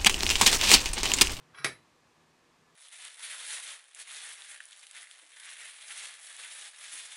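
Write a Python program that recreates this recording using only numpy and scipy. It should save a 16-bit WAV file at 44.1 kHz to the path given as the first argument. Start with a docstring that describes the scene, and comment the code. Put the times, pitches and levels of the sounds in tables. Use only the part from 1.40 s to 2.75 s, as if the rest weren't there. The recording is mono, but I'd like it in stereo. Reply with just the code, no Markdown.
"""Small quiet workshop, bench vise near a stereo microphone: a finger tips the sliding handle.
The steel rod scrapes down through the screw head (random grains through damped rings), and its end knob
lands with one bright clack (filtered noise bursts) that rings rod, vise and table (decaying modes, a thud).
The knob bounces briefly, the room answers with a diffuse tail, and air noise and faint hum lie beneath."""
import sys
import numpy as np
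from scipy import signal
from scipy.fft import rfft, irfft
from scipy.io import wavfile
from scipy.ndimage import uniform_filter1d

SR = 44100
rng = np.random.default_rng(int(sys.argv[2]) if len(sys.argv) > 2 else 0)


def to_wav(s):
    """Save 16-bit WAV."""
    ch = np.atleast_2d(s).T  # columns
    pcm = np.round(np.clip(ch, -1, 1) * 32767)  # PCM
    wavfile.write(sys.argv[1], SR, pcm.astype(np.int16))


N = 59535  # length in samples
T = np.arange(N) / SR  # time, s
F = np.fft.rfftfreq(N, 1 / SR)  # frequency, Hz


def undb(db):
    """Decibels to gain."""
    return 10 ** (np.asarray(db) / 20)


def over_time(points):
    """Reads (t/s, value) points along the whole sound."""
    return np.interp(T, *np.array(points).T)


def over_hz(points, hz):
    """Reads (f/Hz, value) points on a log-frequency axis."""
    p = np.array(points, float)
    return np.interp(np.log(np.maximum(hz, 1)), np.log(p[:, 0]), p[:, 1])


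def pan(db):
    """Left and right gains for a left-minus-right level difference."""
    return undb(np.array([[db], [-db]]) / 2)


def unit(x):
    """Scales a response to unit energy in each channel."""
    return x / np.sqrt(np.sum(x ** 2, axis=-1, keepdims=True))


def fade(t60):
    """Exponential decay that falls 60 dB in t60 seconds."""
    return np.exp(-np.log(1000) * T / t60)


def through(x, response):
    """Plays a sound through a response."""
    return signal.fftconvolve(np.atleast_2d(x), np.atleast_2d(response), axes=-1)[:, :N]


def soften(x, hz):
    """Gentle first-order low-pass."""
    return signal.sosfilt(signal.butter(1, min(hz, SR * .45), fs=SR, output="sos"), x)


def delay(x, seconds):
    """The same sound, later."""
    k = int(max(seconds, 0) * SR)
    silence = np.zeros(x.shape[:-1] + (k,))
    return np.concatenate([silence, x[..., :N - k]], axis=-1)


def click(colour, size=4096):
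    """Shortest causal click with a given spectrum, unit energy (minimum phase by folded cepstrum)."""
    magnitude = undb(over_hz(colour, np.fft.rfftfreq(size, 1 / SR)))
    cepstrum = irfft(np.log(magnitude))
    cepstrum[1:size // 2] *= 2
    cepstrum[size // 2 + 1:] = 0
    return unit(irfft(np.exp(rfft(cepstrum))))


def dense_ring(t60):
    """Countless close modes: fading noise, evened out so that no band sticks out."""
    spectrum = rfft(rng.standard_normal(N) * fade(t60))
    bins = max(int(np.log(1000) * N / SR / t60), 1)
    smooth_power = uniform_filter1d(abs(spectrum) ** 2, bins)
    even = irfft(spectrum / np.sqrt(smooth_power), N)
    return unit(even * (np.arange(N) < N / 2))  # drops what wraps round to the end


def stereo_noise(likeness):
    """Spectra of left and right noise with a given correlation per frequency."""
    mid, side = rfft(rng.standard_normal((2, N)))
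    c = np.clip(likeness, -1, 1)
    return mid * np.sqrt((1 + c) / 2) + np.array([[1], [-1]]) * side * np.sqrt((1 - c) / 2)


# Knob contacts, landing then bounces: t/s, relative level/dB, low-pass corner f/Hz
KNOB_CONTACTS = [(0.2444, -9.5, 11900), (0.2457, 1.5, 7000), (0.2482, 1, 6500), (0.2525, -11, 3050),
                 (0.258, -2, 2070), (0.2653, -7, 2370)]
# Spectrum of the clack at the casting: f/Hz, relative level/dB per Hz
CLACK_SPECTRUM = [(30, -39), (90, -13), (200, -16), (400, -6), (700, -10.5), (1100, -10), (1700, 0),
                  (2400, 2), (2900, -9.5), (3700, -2), (4300, -11), (4900, -3.5), (5800, -6.5), (7000, -15),
                  (8500, -7), (9800, -15), (11200, -7.5), (12200, -31), (15000, -39)]
# Spectrum of the table-top thud: f/Hz, relative level/dB per Hz
THUD_SPECTRUM = [(30, -35), (60, -18), (90, -7.5), (130, 6), (190, -5), (270, -2), (400, -8), (700, -10),
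                 (1500, -46)]
CRACK_DB, CRACK_T60_S = -3, 0.0067  # sharp edge of each contact
CLACK_DB, CLACK_T60_S = -7, 0.029  # quickly damped casting
THUD_DB, THUD_T60_S = -16, 0.23
CLACK_PAN_DB = -2  # left minus right: leans to the right microphone
RING_DB = -4


def knob_landing():
    """Contacts excite the damped casting, later bounces duller; the first full blow rings modes and table."""
    contacts = 0
    for s, db, corner_hz in KNOB_CONTACTS:
        crack = undb(CRACK_DB) * dense_ring(CRACK_T60_S)
        body = undb(CLACK_DB) * dense_ring(CLACK_T60_S)
        contacts = contacts + undb(db) * delay(soften(crack + body, corner_hz), s)
    clack = pan(CLACK_PAN_DB) * through(contacts, click(CLACK_SPECTRUM))
    thud = undb(THUD_DB) * through(dense_ring(THUD_T60_S), click(THUD_SPECTRUM))
    full_blow_s = KNOB_CONTACTS[1][0]
    ring = delay(undb(RING_DB) * metal(scraped=False) + thud, full_blow_s)
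    return clack, ring


# Modes of rod, vise and table:
# f/Hz, relative level struck/dB, t60/s, relative level scraped/dB, left minus right level/dB
METAL_MODES = [ (137, -44, .48, -57, 0), (337, -45, .17, -72, 0), (403, -37, .18, -69, 0),
               (590, -44, .16, -70, -1), (905, -43, .15, -67, -1), (1405, -42, .15, -51, 0),
               (1648, -36, .15, -51, -1), (1860, -38, .15, -56, -1), (1975, -44, .28, -61, -2),
               (2268, -34, .17, -56, -2), (2356, -41, .19, -62, -1), (3403, -43, .12, -63, 2),
               (3895, -35.5, .2, -59, -3), (3990, -52, .42, -55, -1), (5497, -44, .16, -63, -1),
               (8096, -49, .19, -73, 0), (8720, -53, .14, -67, 0), (10690, -34.5, .2, -52.5, 5)]
TWIN_HZ, TWIN_DB = 22, -10  # mean offset of each mode's weak twin, and its level below the mode


def metal(scraped):
    """Decaying modes, each beating with a weak twin a little higher, when struck or scraped."""
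    out = 0
    draws = rng.random((len(METAL_MODES), 2))
    for (hz, struck_db, t60, scraped_db, pan_db), (offset, phase) in zip(METAL_MODES, draws):
        twin_hz = hz + TWIN_HZ * (offset + .5)
        twin = np.cos(2 * np.pi * (twin_hz * T + phase))
        pair = np.cos(2 * np.pi * hz * T) + undb(TWIN_DB) * twin
        level = undb(scraped_db if scraped else struck_db)
        out = pan(pan_db) * level * fade(t60) * pair - out  # neighbours swing opposite ways
    return out


# How hard the sliding rod scrapes: t/s, relative level/dB
SCRAPE_FORCE = [(0.130, -40), (0.140, -9), (0.153, -4.5), (0.164, -13), (0.185, 0), (0.203, -8.5),
                (0.226, -12.5), (0.243, -6)]
# Treble opens as the rod gains speed: t/s, low-pass corner f/Hz
SCRAPE_OPENING = [(0.142, 1900), (0.185, 8000)]
# Spectrum of the rasp: f/Hz, relative level/dB per Hz
SCRAPE_SPECTRUM = [(40, -17), (200, -25), (600, -16), (950, -10.5), (1350, 1.5), (1750, -2), (2700, -8.5),
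                   (3300, -14), (4400, -16.5), (5400, -9), (6700, -27), (11000, -29), (14000, -46)]
GRAINS_PER_S, GRAIN_SPREAD_DB = 1800, 3.5
SCRAPE_LOW_HZ = 105  # high-pass corner
RASP_DB, RASP_T60_S, SCRAPE_RING_DB = -46, 0.022, -26


def rod_sliding():
    """Tiny catches of steel on steel drive a damped rasp and the modes, brighter as the rod speeds up."""
    happens = rng.random(N) < GRAINS_PER_S / SR
    strength = undb(GRAIN_SPREAD_DB * np.clip(rng.standard_normal(N), -2, 2))
    grains = happens * strength * rng.choice([-1, 1], N)
    sliding = (T > SCRAPE_FORCE[0][0]) * (T < SCRAPE_FORCE[-1][0])
    force = grains / grains.std() * undb(over_time(SCRAPE_FORCE)) * sliding
    (slow_s, slow_hz), (fast_s, fast_hz) = SCRAPE_OPENING
    speed = np.interp(T, [slow_s, fast_s], [0, 1])
    force = soften(force * (1 - speed), slow_hz) + soften(force * speed, fast_hz)
    force = signal.sosfilt(signal.butter(2, SCRAPE_LOW_HZ, "high", fs=SR, output="sos"), force)
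    rasp = through(through(force, click(SCRAPE_SPECTRUM)), dense_ring(RASP_T60_S))
    return undb(RASP_DB) * rasp + undb(SCRAPE_RING_DB) * through(force, metal(scraped=True))


# The rod catches once as it starts to slide: t/s, f/Hz, level/dB, t60/s
ROD_CATCH = (0.1485, 3308, -53, 0.1)


def catch():
    """One faint decaying sine as the slide starts, centred between the microphones."""
    s, hz, db, t60 = ROD_CATCH
    return undb(db) * delay(fade(t60) * np.sin(2 * np.pi * hz * T), s)


# Soft rustle of the hand at the vise: t/s, level/dB
HAND_LEVEL = [(0, -71), (0.13, -65), (0.3, -82)]
# Spectrum of the rustle: f/Hz, relative level/dB per Hz
HAND_SPECTRUM = [(40, -21), (90, -1), (137, 14), (190, -6.5), (500, -7.5), (1300, -1.5), (2500, -13),
                 (5000, -23.5), (12000, -41)]


def hand():
    """A finger brushing the handle stirs the vise: coloured noise, no louder than the room's air."""
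    rustle = through(rng.standard_normal(N), click(HAND_SPECTRUM))
    return rustle * undb(over_time(HAND_LEVEL))


# Decay of the small room: f/Hz, t60/s
ROOM_DECAY = [(100, 0.51), (500, 0.21), (2000, 0.22), (5000, 0.19), (12000, 0.22)]
ROOM_DB, ROOM_DELAY_S = -2.5, .002
ROOM_WIDE_HZ = 1800  # left-right correlation has fallen to one half here


def room(x, count=9):
    """Diffuse tail in overlapping bands, alike at both microphones in the bass and wide in the treble."""
    noise = stereo_noise(1 / (1 + (F / ROOM_WIDE_HZ) ** 2))
    centres = np.geomspace(60, 14000, count)
    tail = 0
    for hz, weight in zip(centres, np.eye(count)):
        band = irfft(noise * over_hz(np.c_[centres, weight], F), N)
        tail = tail + band * fade(over_hz(ROOM_DECAY, hz))
    return undb(ROOM_DB) * through(x.mean(axis=0), delay(unit(tail), ROOM_DELAY_S))


# Spectrum of the workshop air: f/Hz, relative level/dB per Hz
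AIR_SPECTRUM = [(25, -16), (45, -11), (70, -7.5), (110, -4.5), (200, -4), (400, -0.5), (600, -4.5),
                (1100, -0.4), (1400, -6.5), (2000, -7), (4000, -12.5), (6500, -16), (9000, -21),
                (12400, -28.5), (14000, -54)]
# Likeness of the air at the two microphones: f/Hz, left-right correlation
AIR_CORRELATION = [(40, .85), (200, 0.95), (600, 0.29), (1100, 0.1), (2000, 0.25), (5000, 0.54),
                   (9000, 0.71)]
# Wavering hum lines: f/Hz, half-width/Hz, level/dB, left-right correlation
HUM_LINES = [(161.04, 1.2, -77.5, 0.99), (241, 6.7, -80, 1), (330.3, 4.4, -81.5, 1), (481, 3.7, -82, 0.79),
             (685, 12, -76.5, -0.976), (1197, 6.3, -81.5, .8), (1721, 51, -80, .9), (2540, 19, -87, 1)]
AIR_DB = -65


def workshop():
    """Steady air noise with faint hum lines, each a narrow noise band that wavers."""
    air = irfft(stereo_noise(over_hz(AIR_CORRELATION, F)) * undb(over_hz(AIR_SPECTRUM, F)), N)
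    out = undb(AIR_DB) * air / air.std()
    for hz, width_hz, db, likeness in HUM_LINES:
        line = irfft(stereo_noise(likeness) / (1 + ((F - hz) / width_hz) ** 2), N)
        out = out + undb(db) * line / line.std()
    return out


RING_ROOM_DB = -12  # the ring feeds the room less than the clack does


def scene():
    """Slide and clack in the small room."""
    slide = rod_sliding() + catch()
    clack, ring = knob_landing()
    answer = room(slide + clack + undb(RING_ROOM_DB) * ring)
    return slide + clack + ring + answer + workshop() + hand()


TOP_HZ = 15300


def record(dry):
    """The recorder cuts the top with a steep low-pass."""
    return signal.sosfilt(signal.ellip(8, .2, 70, TOP_HZ, fs=SR, output="sos"), dry)


dry = scene()
out = record(dry)
to_wav(out)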